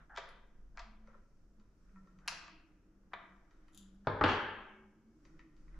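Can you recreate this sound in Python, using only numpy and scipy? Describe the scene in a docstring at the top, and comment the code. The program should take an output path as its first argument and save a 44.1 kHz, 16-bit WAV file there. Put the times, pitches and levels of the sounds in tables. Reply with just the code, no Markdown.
"""In a bare, echoing room an old air rifle is cocked with a steel crank: the crank scrapes in and taps
the action, a catch snaps, and the crank is dropped on a wooden table, where it bounces, rattles and rings.
Far traffic rumbles and drones; sleeves rustle over faint room tone. Blows are sums of decaying
modes with a stereo noise tail for the room; scrapes, rustle and room tone are shaped noise; the traffic
is shaped noise and wandering sines. The camera's noise suppressor dims the quiet moments."""
import sys
import numpy as np
from scipy import signal
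from scipy.fft import rfft, irfft, next_fast_len
from scipy.io import wavfile
from scipy.ndimage import uniform_filter1d, map_coordinates

SR = 44100
rng = np.random.default_rng(int(sys.argv[2]) if len(sys.argv) > 2 else 0)


def ratio_of_db(decibels):
    """Turn decibels (scalar or array-like) into linear amplitude factors; 0 dB maps to 1."""
    return 10 ** (np.asarray(decibels, float) / 20)


def inscribe(sig):
    """Save sig as 16-bit PCM at rate SR to the path in sys.argv[1].

    A 1-D sig is mono; a 2-D sig holds one channel per row.
    Samples are clipped to [-1, 1] before scaling.
    """
    pcm = np.round(np.clip(np.atleast_2d(sig).T, -1, 1) * 32767)
    wavfile.write(sys.argv[1], SR, pcm.astype(np.int16))


N = 255330  # length in samples


def unit(x):
    """Scaled to rms 1."""
    return x / np.sqrt(np.mean(x ** 2) + 1e-20)


def along(points, hz):
    """Reads (Hz, value) points on a log frequency axis."""
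    f, v = np.transpose(points)
    return np.interp(np.log(hz + 1), np.log(f + 1), v)


def curves(rows):
    """One value per sample for each column after the time."""
    s, *columns = np.transpose(rows)
    return [np.interp(np.arange(N) / SR, s, column) for column in columns]


def wobble(rate):
    """A smooth random curve with rate knots a second."""
    knots = rng.standard_normal(int(N * rate / SR) + 4)
    return map_coordinates(knots, [np.arange(N) * rate / SR])


def paired(z, hz, alike):
    """Mixes two unrelated spectra into a left and right of the given likeness."""
    turn = np.arccos(np.clip(along(alike, hz), -1, 1)) / 2
    mid, side = z[0] * np.cos(turn), z[1] * np.sin(turn)
    return np.array([mid + side, mid - side])


def noise(tone, alike):
    """Stereo noise of rms 1 with the given spectrum, falling away steeply beyond both ends of it."""
    size = next_fast_len(N)
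    hz = np.fft.rfftfreq(size, 1 / SR)
    below, above = (tone[0][0] * 0.7, -90), (tone[-1][0] * 1.3, -90)
    shape = ratio_of_db(along([below, *tone, above], hz))
    spectra = paired(rfft(rng.standard_normal((2, size))), hz, alike)
    return unit(irfft(spectra * shape, size)[:, :N])


def ring(modes, t, rise_cycles):
    """One blow on a part, peak 1: decaying modes swell together, each at a slightly new strength."""
    hz, db, t60 = np.transpose(modes)[:, :, None]
    strength = db + 2 * rng.standard_normal(hz.shape)
    sign = (-1) ** np.arange(len(hz))[:, None]  # neighbouring modes start in opposite phase
    swell = (1 - np.exp(-t * hz.mean() / rise_cycles)) ** 2  # timed in cycles of the mean frequency
    decay = ratio_of_db(strength - 60 * t / np.abs(t60))
    x = np.sum(sign * decay * np.sin(2 * np.pi * hz * t), axis=0) * swell
    return x / np.abs(x).max()


# How long the bare room echoes. 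Each row: frequency in Hz, time to fall 60 dB in seconds.
ROOM_DECAY = [(100, 0.43), (300, 0.79), (1000, 1), (2500, 0.94), (5000, 0.58), (8000, 0.49), (13000, 0.21)]
# How alike the echoes reach left and right. Each row: frequency in Hz, likeness from 0 to 1.
ECHO_LIKENESS = [(60, 1), (180, 1), (520, 0.92), (1540, 0.66), (4530, 0.55), (13400, 0.19)]


def add(out, s, blow, pan_db, wet_db):
    """Lays a blow and a fresh room tail from s seconds, each frequency dying at its own speed."""
    hz, t, z = signal.stft(rng.standard_normal((2, SR)), SR, nperseg=256)
    z = paired(z, hz[:, None], ECHO_LIKENESS) * ratio_of_db(-60 * t / along(ROOM_DECAY, hz)[:, None])
    tail = signal.istft(z, SR, nperseg=256)[1][:, :SR]
    age = np.arange(SR) / SR
    # near walls answer strongest, after a short gap
    tail *= np.clip(age / 0.0011, 0, 1) * (1 + 0.99 * np.exp(-age / 0.014))
    tail *= ratio_of_db(wet_db) / np.linalg.norm(tail[0])
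    tail[:, 0] = 1  # the direct sound
    balance = ratio_of_db([[pan_db / 2], [-pan_db / 2]])  # positive leans left
    heard = signal.fftconvolve(blow[None], tail, axes=1) * balance
    start = round(s * SR)
    out[:, start:start + heard.shape[1]] += heard


def silence():
    """Stereo silence with spare time at the end for room tails."""
    return np.zeros((2, N + 2 * SR))


# Far rumble. Each row: time in seconds, level in dB before its surges.
RUMBLE_LEVEL = [(0, -64), (.45, -61.5), (.75, -55), (1.05, -60.5), (1.33, -61.5), (1.65, -61.5), (2.1, -60),
                (2.4, -62), (3.3, -67.5), (3.65, -67), (3.8, -63), (4.6, -63.5), (4.9, -74.5), (5.1, -71.5),
                (5.38, -57), (5.48, -71), (5.56, -61.5), (5.79, -50.5)]
# Engine drone. Each row: time in seconds, middle pitch in Hz, middle level in dB.
DRONE_PATH = [(0, 200, -84), (.7, 212, -93), (.88, 218, -72.5), (1.12, 218, -65.5), (1.3, 215, -98.5),
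              (1.62, 207, -69), (1.8, 196, -77.5), (2.04, 190.4, -60.5), (2.3, 190, -75.5), (2.7, 187, -78),
              (3.05, 194.9, -73.5), (3.35, 195.4, -73), (3.72, 197.4, -81.5), (3.8, 195, -62),
              (4.6, 205.4, -68), (5.05, 217.1, -67.5), (5.3, 235, -77.5), (5.79, 209.7, -77)]
# Noise bands above and below the drone. Each row: time in seconds, upper level in dB, lower level in dB.
BAND_LEVELS = [(0, -90, -74.5), (.7, -93.5, -101), (1.9, -84, -80.5), (2.3, -74, -70), (2.7, -70, -92.5),
               (3.0, -77, -93), (3.7, -73, -87), (5, -78, -88), (5.3, -67.5, -71.5), (5.6, -69, -74.5),
               (5.79, -69, -62.5)]
# Spectrum of the rumble. Each row: frequency in Hz, relative density in dB per Hz.
RUMBLE_SPECTRUM = [(12, 0), (20, -3), (27, -14), (34, -14), (42, -6), (50, -10), (56, -25)]
# Spectrum of the upper band. Each row: frequency in Hz, relative density in dB per Hz.
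UPPER_SPECTRUM = [(240, -11.5), (290, 2), (320, 10.5), (350, -6.5), (400, -16)]
# Spectrum of the lower band. Each row: frequency in Hz, relative density in dB per Hz.
LOWER_SPECTRUM = [(125, -17.5), (145, -2.5), (160, -2), (172, -1), (190, -20)]


def traffic():
    """A rumble with a hum on the room's lowest mode, and an unsteady engine drone between two noise bands."""
    (rumble_db,) = curves(RUMBLE_LEVEL)
    drone_hz, drone_db = curves(DRONE_PATH)
    upper_db, lower_db = curves(BAND_LEVELS)
    near_mono = [(100, 0.98)]

    hum_hz = 39.5 + 1.5 * wobble(4)
    hum = np.sqrt(2) * np.sin(2 * np.pi * np.cumsum(hum_hz) / SR)
    hum = ratio_of_db(-7.5 + 0.65 * wobble(2.1)) * hum
    rumble = ratio_of_db(-0.5) * noise(RUMBLE_SPECTRUM, near_mono) + hum
    surge_db = 0.3 * wobble(3.1)
    rumble = ratio_of_db(rumble_db + surge_db) * rumble

    unsteady_hz = drone_hz + 4 * wobble(25)
    drone = np.sqrt(2) * np.sin(2 * np.pi * np.cumsum(unsteady_hz) / SR)
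    drone = ratio_of_db(drone_db + 4 * wobble(25)) * drone

    upper = ratio_of_db(upper_db) * noise(UPPER_SPECTRUM, near_mono)
    lower = ratio_of_db(lower_db) * noise(LOWER_SPECTRUM, near_mono)
    return rumble + drone + upper + lower


# Sleeve and hand strokes. Each row: middle in seconds, length in seconds, rub in dB, hiss in dB.
RUSTLE_STROKES = [(0, 0.13, -67.5, -104), (1.136, .2, -73, -94), (2.002, 0.4, -79, -93.5),
                  (3.72, 0.63, -78, -92.5), (5.321, 0.26, -76.5, -88), (5.622, .15, -81, -87.5),
                  (5.79, 0.19, -70.5, -88)]
# Spectrum of hands on the stock. Each row: frequency in Hz, relative density in dB per Hz.
RUB_SPECTRUM = [(500, -12.5), (800, -16.5), (1100, -10), (1400, -5), (1900, -15.5), (2600, -23),
                (4000, -27)]
# Spectrum of cloth on cloth. Each row: frequency in Hz, relative density in dB per Hz.
HISS_SPECTRUM = [(2500, -44), (4200, -7.5), (5500, -1.5), (7000, -7.5), (8500, -13), (12000, -27.5)]
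# Left-right likeness of rustle, room tone and scrape noise. Each row: frequency in Hz, likeness from 0 to 1.
LIKENESS = [(60, 1), (180, 0.86), (520, 1), (1540, 0.27), (4530, 0.14), (13400, 0.12)]


def rustle():
    """Hands rub the stock and cloth brushes cloth; each stroke swells and fades over a faint steady rustle."""
    middle, length, rub_db, hiss_db = np.transpose(RUSTLE_STROKES)[:, :, None]
    swell = np.exp(-(2 * (np.arange(N) / SR - middle) / length) ** 2)
    # the first term of each is the faint rustle between strokes
    rub = ratio_of_db(-81.5) + np.sum(ratio_of_db(rub_db) * swell, axis=0)
    hiss = ratio_of_db(-87) + np.sum(ratio_of_db(hiss_db) * swell, axis=0)
    rub = rub * ratio_of_db(1.5 * wobble(12))
    hiss = hiss * ratio_of_db(0.85 * wobble(6))
    return rub * noise(RUB_SPECTRUM, LIKENESS) + hiss * noise(HISS_SPECTRUM, LIKENESS)


# Spectrum of the room tone. 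Each row: frequency in Hz, relative density in dB per Hz.
AIR_SPECTRUM = [(36, -36.5), (62, -8), (87, -7), (119, -11.5), (192, -9.5), (387, -16), (623, -22.5),
                (1200, -27), (2830, -36), (4160, -42.5), (6110, -35), (8200, -45), (13800, -46)]


def room_tone():
    """The room at rest: steady shaped noise, widest in the treble."""
    return ratio_of_db(-71.5) * noise(AIR_SPECTRUM, LIKENESS)


# The crank slides on metal up to a contact. Each row: start in seconds, end in seconds,
# level at the start in dB, level at the end in dB, both before the grit.
CRANK_SCRAPES = [(0.096, 0.185, -59, -62.5), (0.744, 0.77, -77, -70), (2.205, 2.273, -73.5, -65.5),
                 (3.109, 3.125, -82.5, -60.5), (3.716, 3.785, -81, -77), (4.049, 4.078, -71.5, -60)]
# Spectrum of a scrape. Each row: frequency in Hz, relative density in dB per Hz.
SCRAPE_SPECTRUM = [(550, -13), (750, 1.5), (1100, -5), (1600, 2), (1950, -12), (2200, -25), (3600, -31.5)]


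def scrapes():
    """The crank slides on metal: shaped noise with a gritty, fast random level."""
    out = silence()
    for start, end, start_db, end_db in CRANK_SCRAPES:
        count = round((end - start) * SR)
        grit = noise(SCRAPE_SPECTRUM, LIKENESS)[0, :count] * ratio_of_db(2.5 * wobble(180)[:count])
        slide = grit * ratio_of_db(np.linspace(start_db, end_db, count))
        add(out, start, slide, pan_db=0.9, wet_db=-2.0)
    return out[:, :N]


# Light touches that leave the barrel ringing. Each row: start in seconds, peak of the middle modes in dB
# before the grip, low modes in dB over it, high modes in dB over it, 60 dB decay the grip adds in seconds.
BARREL_TOUCHES = [(0.0964, -58.5, 7, -18, 0.014), (1.0727, -59, 5.5, -3, 0.077),
                  (1.1427, -66, 13, -21, .08), (1.5981, -65.5, 9.5, 4.5, 0.033),
                  (1.8922, -61.5, -3.5, -11.5, 0.027), (1.9585, -61, 4.5, -20, 0.29),
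                  (2.0438, -68, 2, -15, .1), (2.0719, -70.5, 12.5, 5, 0.11),
                  (2.1874, -56.5, 3.5, -1.5, 0.031), (3.034, -70, 10.5, -6, .02),
                  (3.5094, -64, 2.5, 3.5, 0.062), (3.682, -59, 0.5, -1, 0.064),
                  (5.2514, -49, -2, -4.5, 0.018), (5.3924, -46.5, -1.5, -7.5, 0.024),
                  (5.566, -60.5, -3, 1, .02), (5.6797, -57, -1, -11, 0.038), (5.7424, -58, -8, -14, .03)]
# Middle, low and high modes of the barrel, a list of each.
# Each row: frequency in Hz, relative level in dB, time to fall 60 dB in seconds.
BARREL_MODES = [
    [(1820, -2, 0.096), (1945, 4, 0.023), (2210, -3.5, 0.027), (2500, -1.5, 0.027)],
    [(990, -5, .05), (1150, -5.5, 0.025), (1348, -3, 0.11)],
    [(3040, -3, 0.016), (3800, 0, 0.01), (4600, -3.5, 0.014), (5144, -0.5, 0.0039), (6005, -4, 0.016),
     (6960, -1.5, 0.0056)],
]


def touches():
    """A touched barrel rings in three groups of modes, which the gripping hand damps."""
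    out, t = silence(), np.arange(SR // 10) / SR
    for s, db, *shares, grip_t60 in BARREL_TOUCHES:
        groups = zip(BARREL_MODES, [0, *shares])
        blow = sum(ratio_of_db(db + share) * ring(modes, t, rise_cycles=1.5) for modes, share in groups)
        grip = ratio_of_db(-60 * t / abs(grip_t60))
        add(out, s, blow * grip, pan_db=1.1, wet_db=1.5)
    return out[:, :N]


# Hard contacts on the rifle. Each row: start in seconds, peak of the action in dB,
# then stock, plate and spring in dB over it.
HARD_CONTACTS = [(0.154, -59, -17, -10, -2), (0.162, -44.5, -15, -2.5, -3), (0.172, -37.5, -5.5, -7, -9),
                 (0.175, -35, -1.5, -4, -5.5), (0.1825, -40.5, -4, -28, 1.5), (0.7729, -42, -3, -19, -4),
                 (0.7797, -42.5, -2.5, -25, -11), (0.7931, -50.5, 2, -5, 7),
                 (0.7962, -47.5, -5.5, -12, 4.5), (0.8015, -51, 6.5, -0.5, -9), (2.2776, -31, -12, -10, 2),
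                 (2.2818, -38.5, 2.5, -15, 15), (2.286, -37, -11.5, -20, 3),
                 (2.3194, -41, -1, -23.5, -18.5), (2.4795, -49.5, 0, -18, -1),
                 (3.133, -34.5, -0.5, -23, -21.5), (3.1369, -37.5, -4, -6, -16),
                 (3.1418, -49.5, -24, -22, -26)]
# Modes of the action. Each row: frequency in Hz, relative level in dB, time to fall 60 dB in seconds.
ACTION_MODES = [(1395, 8.5, 0.0069), (1610, -1.5, 0.024), (1770, -3.5, 0.022), (1978, -5.5, 0.032),
                (2220, -3, 0.019), (2356, 2.5, 0.0096)]
# Modes of the stock. Each row: frequency in Hz, relative level in dB, time to fall 60 dB in seconds.
STOCK_MODES = [(679, -4.5, 0.049), (810, 0.5, 0.0088), (966, -0.5, 0.028), (1168, 6.5, 0.015)]
# Modes of the plate. Each row: frequency in Hz, relative level in dB, time to fall 60 dB in seconds.
PLATE_MODES = [(3110, 1.5, 0.0091), (3500, -3, 0.013), (3735, -4, 0.012)]
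# Modes of the spring. Each row: frequency in Hz, relative level in dB, time to fall 60 dB in seconds.
SPRING_MODES = [(2615, -1, 0.0055), (4310, 1, 0.0038), (4960, -7, 0.0089), (5300, -10.5, 0.012),
                (5680, -7, 0.0067), (6570, 6, 0.0015), (7460, -10, 0.0027)]


def contacts():
    """Each hard contact shakes the parts of the rifle in its own share."""
    out, t = silence(), np.arange(SR // 10) / SR
    for s, db, *shares in HARD_CONTACTS:
        parts = zip([ACTION_MODES, STOCK_MODES, PLATE_MODES, SPRING_MODES], [0, *shares])
        blow = sum(ratio_of_db(db + share) * ring(modes, t, rise_cycles=0.89) for modes, share in parts)
        add(out, s, blow, pan_db=1.3, wet_db=-2.5)
    return out[:, :N]


# A pin snaps over. Each row: start in seconds, peak of the pin in dB.
PIN_SNAPS = [(0.172, -67), (0.2902, -60.5), (2.2775, -33.5), (2.2835, -60), (2.3194, -72)]
# Modes of the pin. 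Each row: frequency in Hz, relative level in dB, time to fall 60 dB in seconds.
PIN_MODES = [(8450, -7.5, 0.0018), (9830, -9.5, 0.0049), (10790, -4, 0.003), (12000, -17.5, 0.0011)]


def snaps():
    """A snapping pin rings high and shakes the spring, which sounds louder than the pin."""
    out, t = silence(), np.arange(SR // 10) / SR
    for s, db in PIN_SNAPS:
        pin = ring(PIN_MODES, t, rise_cycles=0.89)
        spring = ratio_of_db(6.5) * ring(SPRING_MODES, t, rise_cycles=0.89)
        add(out, s, ratio_of_db(db) * (pin + spring), pan_db=4.0, wet_db=-2.0)
    return out[:, :N]


# Dull knocks on the butt. Each row: start in seconds, peak in dB.
BUTT_KNOCKS = [(.178, -42), (.185, -65), (1.08, -57), (1.15, -60), (2.061, -63), (2.318, -55.5),
               (3.135, -53.5), (5.252, -66)]
# Modes of the butt. Each row: frequency in Hz, relative level in dB, time to fall 60 dB in seconds.
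BUTT_MODES = [(374, -10, 0.059), (479.5, -0.5, 0.02), (550, 1.5, 0.04)]


def knocks():
    """The butt answers each knock with a few low modes."""
    out, t = silence(), np.arange(SR // 10) / SR
    for s, db in BUTT_KNOCKS:
        add(out, s, ratio_of_db(db) * ring(BUTT_MODES, t, rise_cycles=0.87), pan_db=2.0, wet_db=-2.5)
    return out[:, :N]


# A small catch slips. Each row: start in seconds, peak in dB.
CATCH_TICKS = [(3.681, -72), (3.688, -74), (3.725, -69.5), (3.7325, -62.5), (3.747, -50), (3.762, -64),
               (3.7752, -44), (3.79, -69.5), (3.811, -64.5), (3.825, -59.5), (3.946, -70.5)]
# Modes of the catch. Each row: frequency in Hz, relative level in dB, time to fall 60 dB in seconds.
CATCH_MODES = [(3100, -0.5, 0.0029), (3720, -1, 0.0041), (4800, -8, .004), (6140, -2, 0.0038),
               (7100, -1.5, 0.0059), (8270, -11, 0.0033), (10490, 0.5, .004), (12400, -11.5, .003),
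               (13600, -8.5, 0.0033)]


def catch_ticks():
    """The slipping catch ticks: small, high modes that die within milliseconds."""
    out, t = silence(), np.arange(SR // 10) / SR
    for s, db in CATCH_TICKS:
        add(out, s, ratio_of_db(db) * ring(CATCH_MODES, t, rise_cycles=2.4), pan_db=4.5, wet_db=2.5)
    return out[:, :N]


# The crank lands on the table. Each row: start in seconds, peak of the table top's ring in dB,
# boom in dB over it, edge in dB over it, clink in dB over it.
CRANK_DROPS = [(4.071, -23.5, -9, -3.5, -9.5), (4.2113, -23, -7.5, 5, -9), (4.2390, -19, -8.5, 1.5, -1),
               (4.247, -33, -5, 2.5, -12), (4.261, -28.5, -18, -1.5, -12), (4.278, -36.5, -17, 3.5, -11)]
# Modes of the table top. Each row: frequency in Hz, relative level in dB, time to fall 60 dB in seconds.
TABLE_MODES = [(310, -3.5, 0.022), (405.4, -3.5, .03), (614, -1, 0.011), (738, 3, 0.015)]
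# Modes of the table's edge. Each row: frequency in Hz, relative level in dB, time to fall 60 dB in seconds.
EDGE_MODES = [(828, -3.5, 0.012), (1081, -6.5, 0.028), (1155, 3.5, 0.0083), (1242, 3.5, 0.0048),
              (1579, -0.5, 0.012), (1785, -11.5, 0.009), (2017, -4.5, 0.0095)]
# Steel first meeting wood. Each row: frequency in Hz, relative level in dB, time to fall 60 dB in seconds.
THUMP_MODES = [(787, 3.5, 0.0037), (1500, -5.5, 0.0027)]
# Boom of the table's body. Each row: frequency in Hz, relative level in dB, time to fall 60 dB in seconds.
BOOM_MODES = [(51, -4, 0.13), (97.5, -3, 0.32), (146, 1.5, 0.065), (239.6, 1, 0.068), (300.6, 0.5, 0.045)]
# Clink of the crank. Each row: frequency in Hz, relative level in dB, time to fall 60 dB in seconds.
CLINK_MODES = [(1707, 2.5, 0.0064), (2250, -7.5, .01), (2710, 5, 0.0027), (3197, -7.5, 0.0087),
               (3420, -7.5, 0.0069), (4330, -8, 0.0021), (5810, -17.5, 0.0035), (6975, -30, 0.0021)]


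def drops():
    """Blunt blows ring the table's top, edge and body, and the steel clinks."""
    out, t = silence(), np.arange(SR // 2) / SR
    for s, db, boom_db, edge_db, clink_db in CRANK_DROPS:
        top = ring(TABLE_MODES, t, rise_cycles=0.15)
        edge = ratio_of_db(edge_db) * ring(EDGE_MODES, t, rise_cycles=1.0)
        thump = ratio_of_db(6) * ring(THUMP_MODES, t, rise_cycles=0.35)
        clink = ratio_of_db(clink_db) * ring(CLINK_MODES, t, rise_cycles=0.52)
        boom = ratio_of_db(db + boom_db) * ring(BOOM_MODES, t, rise_cycles=0.77)
        add(out, s, boom, pan_db=-0.6, wet_db=1.5)
        add(out, s, ratio_of_db(db) * (top + edge + thump + clink), pan_db=1.5, wet_db=1.63)
    return out[:, :N]


# The crank's steel. Each row: frequency in Hz, relative level in dB, time to fall 60 dB in seconds.
SHANK_MODES = [(380, -0.5, 3), (1600, 1, 1.5), (2212, -2, 1.9)]


def shank():
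    """The hardest bounce leaves the crank's steel ringing faintly for a long while."""
    out = np.zeros(N + 2 * SR)
    s, db, *_ = max(CRANK_DROPS, key=lambda drop: drop[1])
    steel = ring(SHANK_MODES, np.arange(2 * SR) / SR, rise_cycles=3.5)
    out[round(s * SR):][:2 * SR] = ratio_of_db(db - 30) * steel
    return out[:N] * ratio_of_db(3.5 * wobble(9))  # its faint ring wavers in level


# The loose crank rocks to rest. Each row: time in seconds, level in dB.
RATTLE_LEVEL = [(4.24, -47), (4.263, -48), (4.3, -42.5), (4.326, -48.5), (4.37, -57)]


def rattle():
    """The rocking crank rattles: dense random ticks, each ringing its clink."""
    out = silence()
    s, db = np.transpose(RATTLE_LEVEL)
    during = np.arange(s[0], s[-1], 1 / SR)
    struck = rng.random(len(during)) < 0.03
    ticks = unit(rng.standard_normal(len(during)) * struck)
    clink = ring(CLINK_MODES, np.arange(SR // 20) / SR, rise_cycles=0.57)
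    level = ratio_of_db(np.interp(during, s, db))
    chatter = signal.fftconvolve(ticks * level, clink / np.linalg.norm(clink))
    add(out, s[0], chatter, pan_db=1.0, wet_db=5.5)
    return out[:, :N]


def scene():
    """Everything heard in the room."""
    background = traffic() + rustle() + room_tone()
    rifle = scrapes() + touches() + contacts() + snaps() + knocks() + catch_ticks()
    crank = drops() + shank() + rattle()
    return background + rifle + crank


def suppress(x):
    """The camera's noise suppressor turns each band down as it sinks toward its usual background level."""
    depth_db, knee_db = 6, 11  # deepest cut; height over the usual level where it lets go
    hz, _, z = signal.stft(x, SR, nperseg=1024)
    power = np.mean(np.abs(z) ** 2, axis=0)
    power = uniform_filter1d(power, size=25, axis=0)  # smooth over frequency
    power = uniform_filter1d(power, size=3, axis=1)  # then over time
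    usual = np.median(power, axis=1, keepdims=True)
    over_db = 10 * np.log10(np.abs(power) / usual + 1e-9)
    reach = np.clip(hz / 620 - 0.5, 0, 1)[:, None]  # none below 310 Hz, full from 930 Hz
    shut = np.clip(1 - over_db / knee_db, 0, 1) * reach
    return signal.istft(z * ratio_of_db(-depth_db * shut), SR, nperseg=1024)[1][:, :N]


def roll_off(x):
    """The treble ends steeply here."""
    return signal.sosfilt(signal.butter(12, 13950, fs=SR, output="sos"), x)


def record(dry):
    """The room as the camera keeps it, its quiet moments dimmed by the noise suppressor."""
    mix = suppress(dry)
    return roll_off(mix)


dry = scene()
out = record(dry)
inscribe(out)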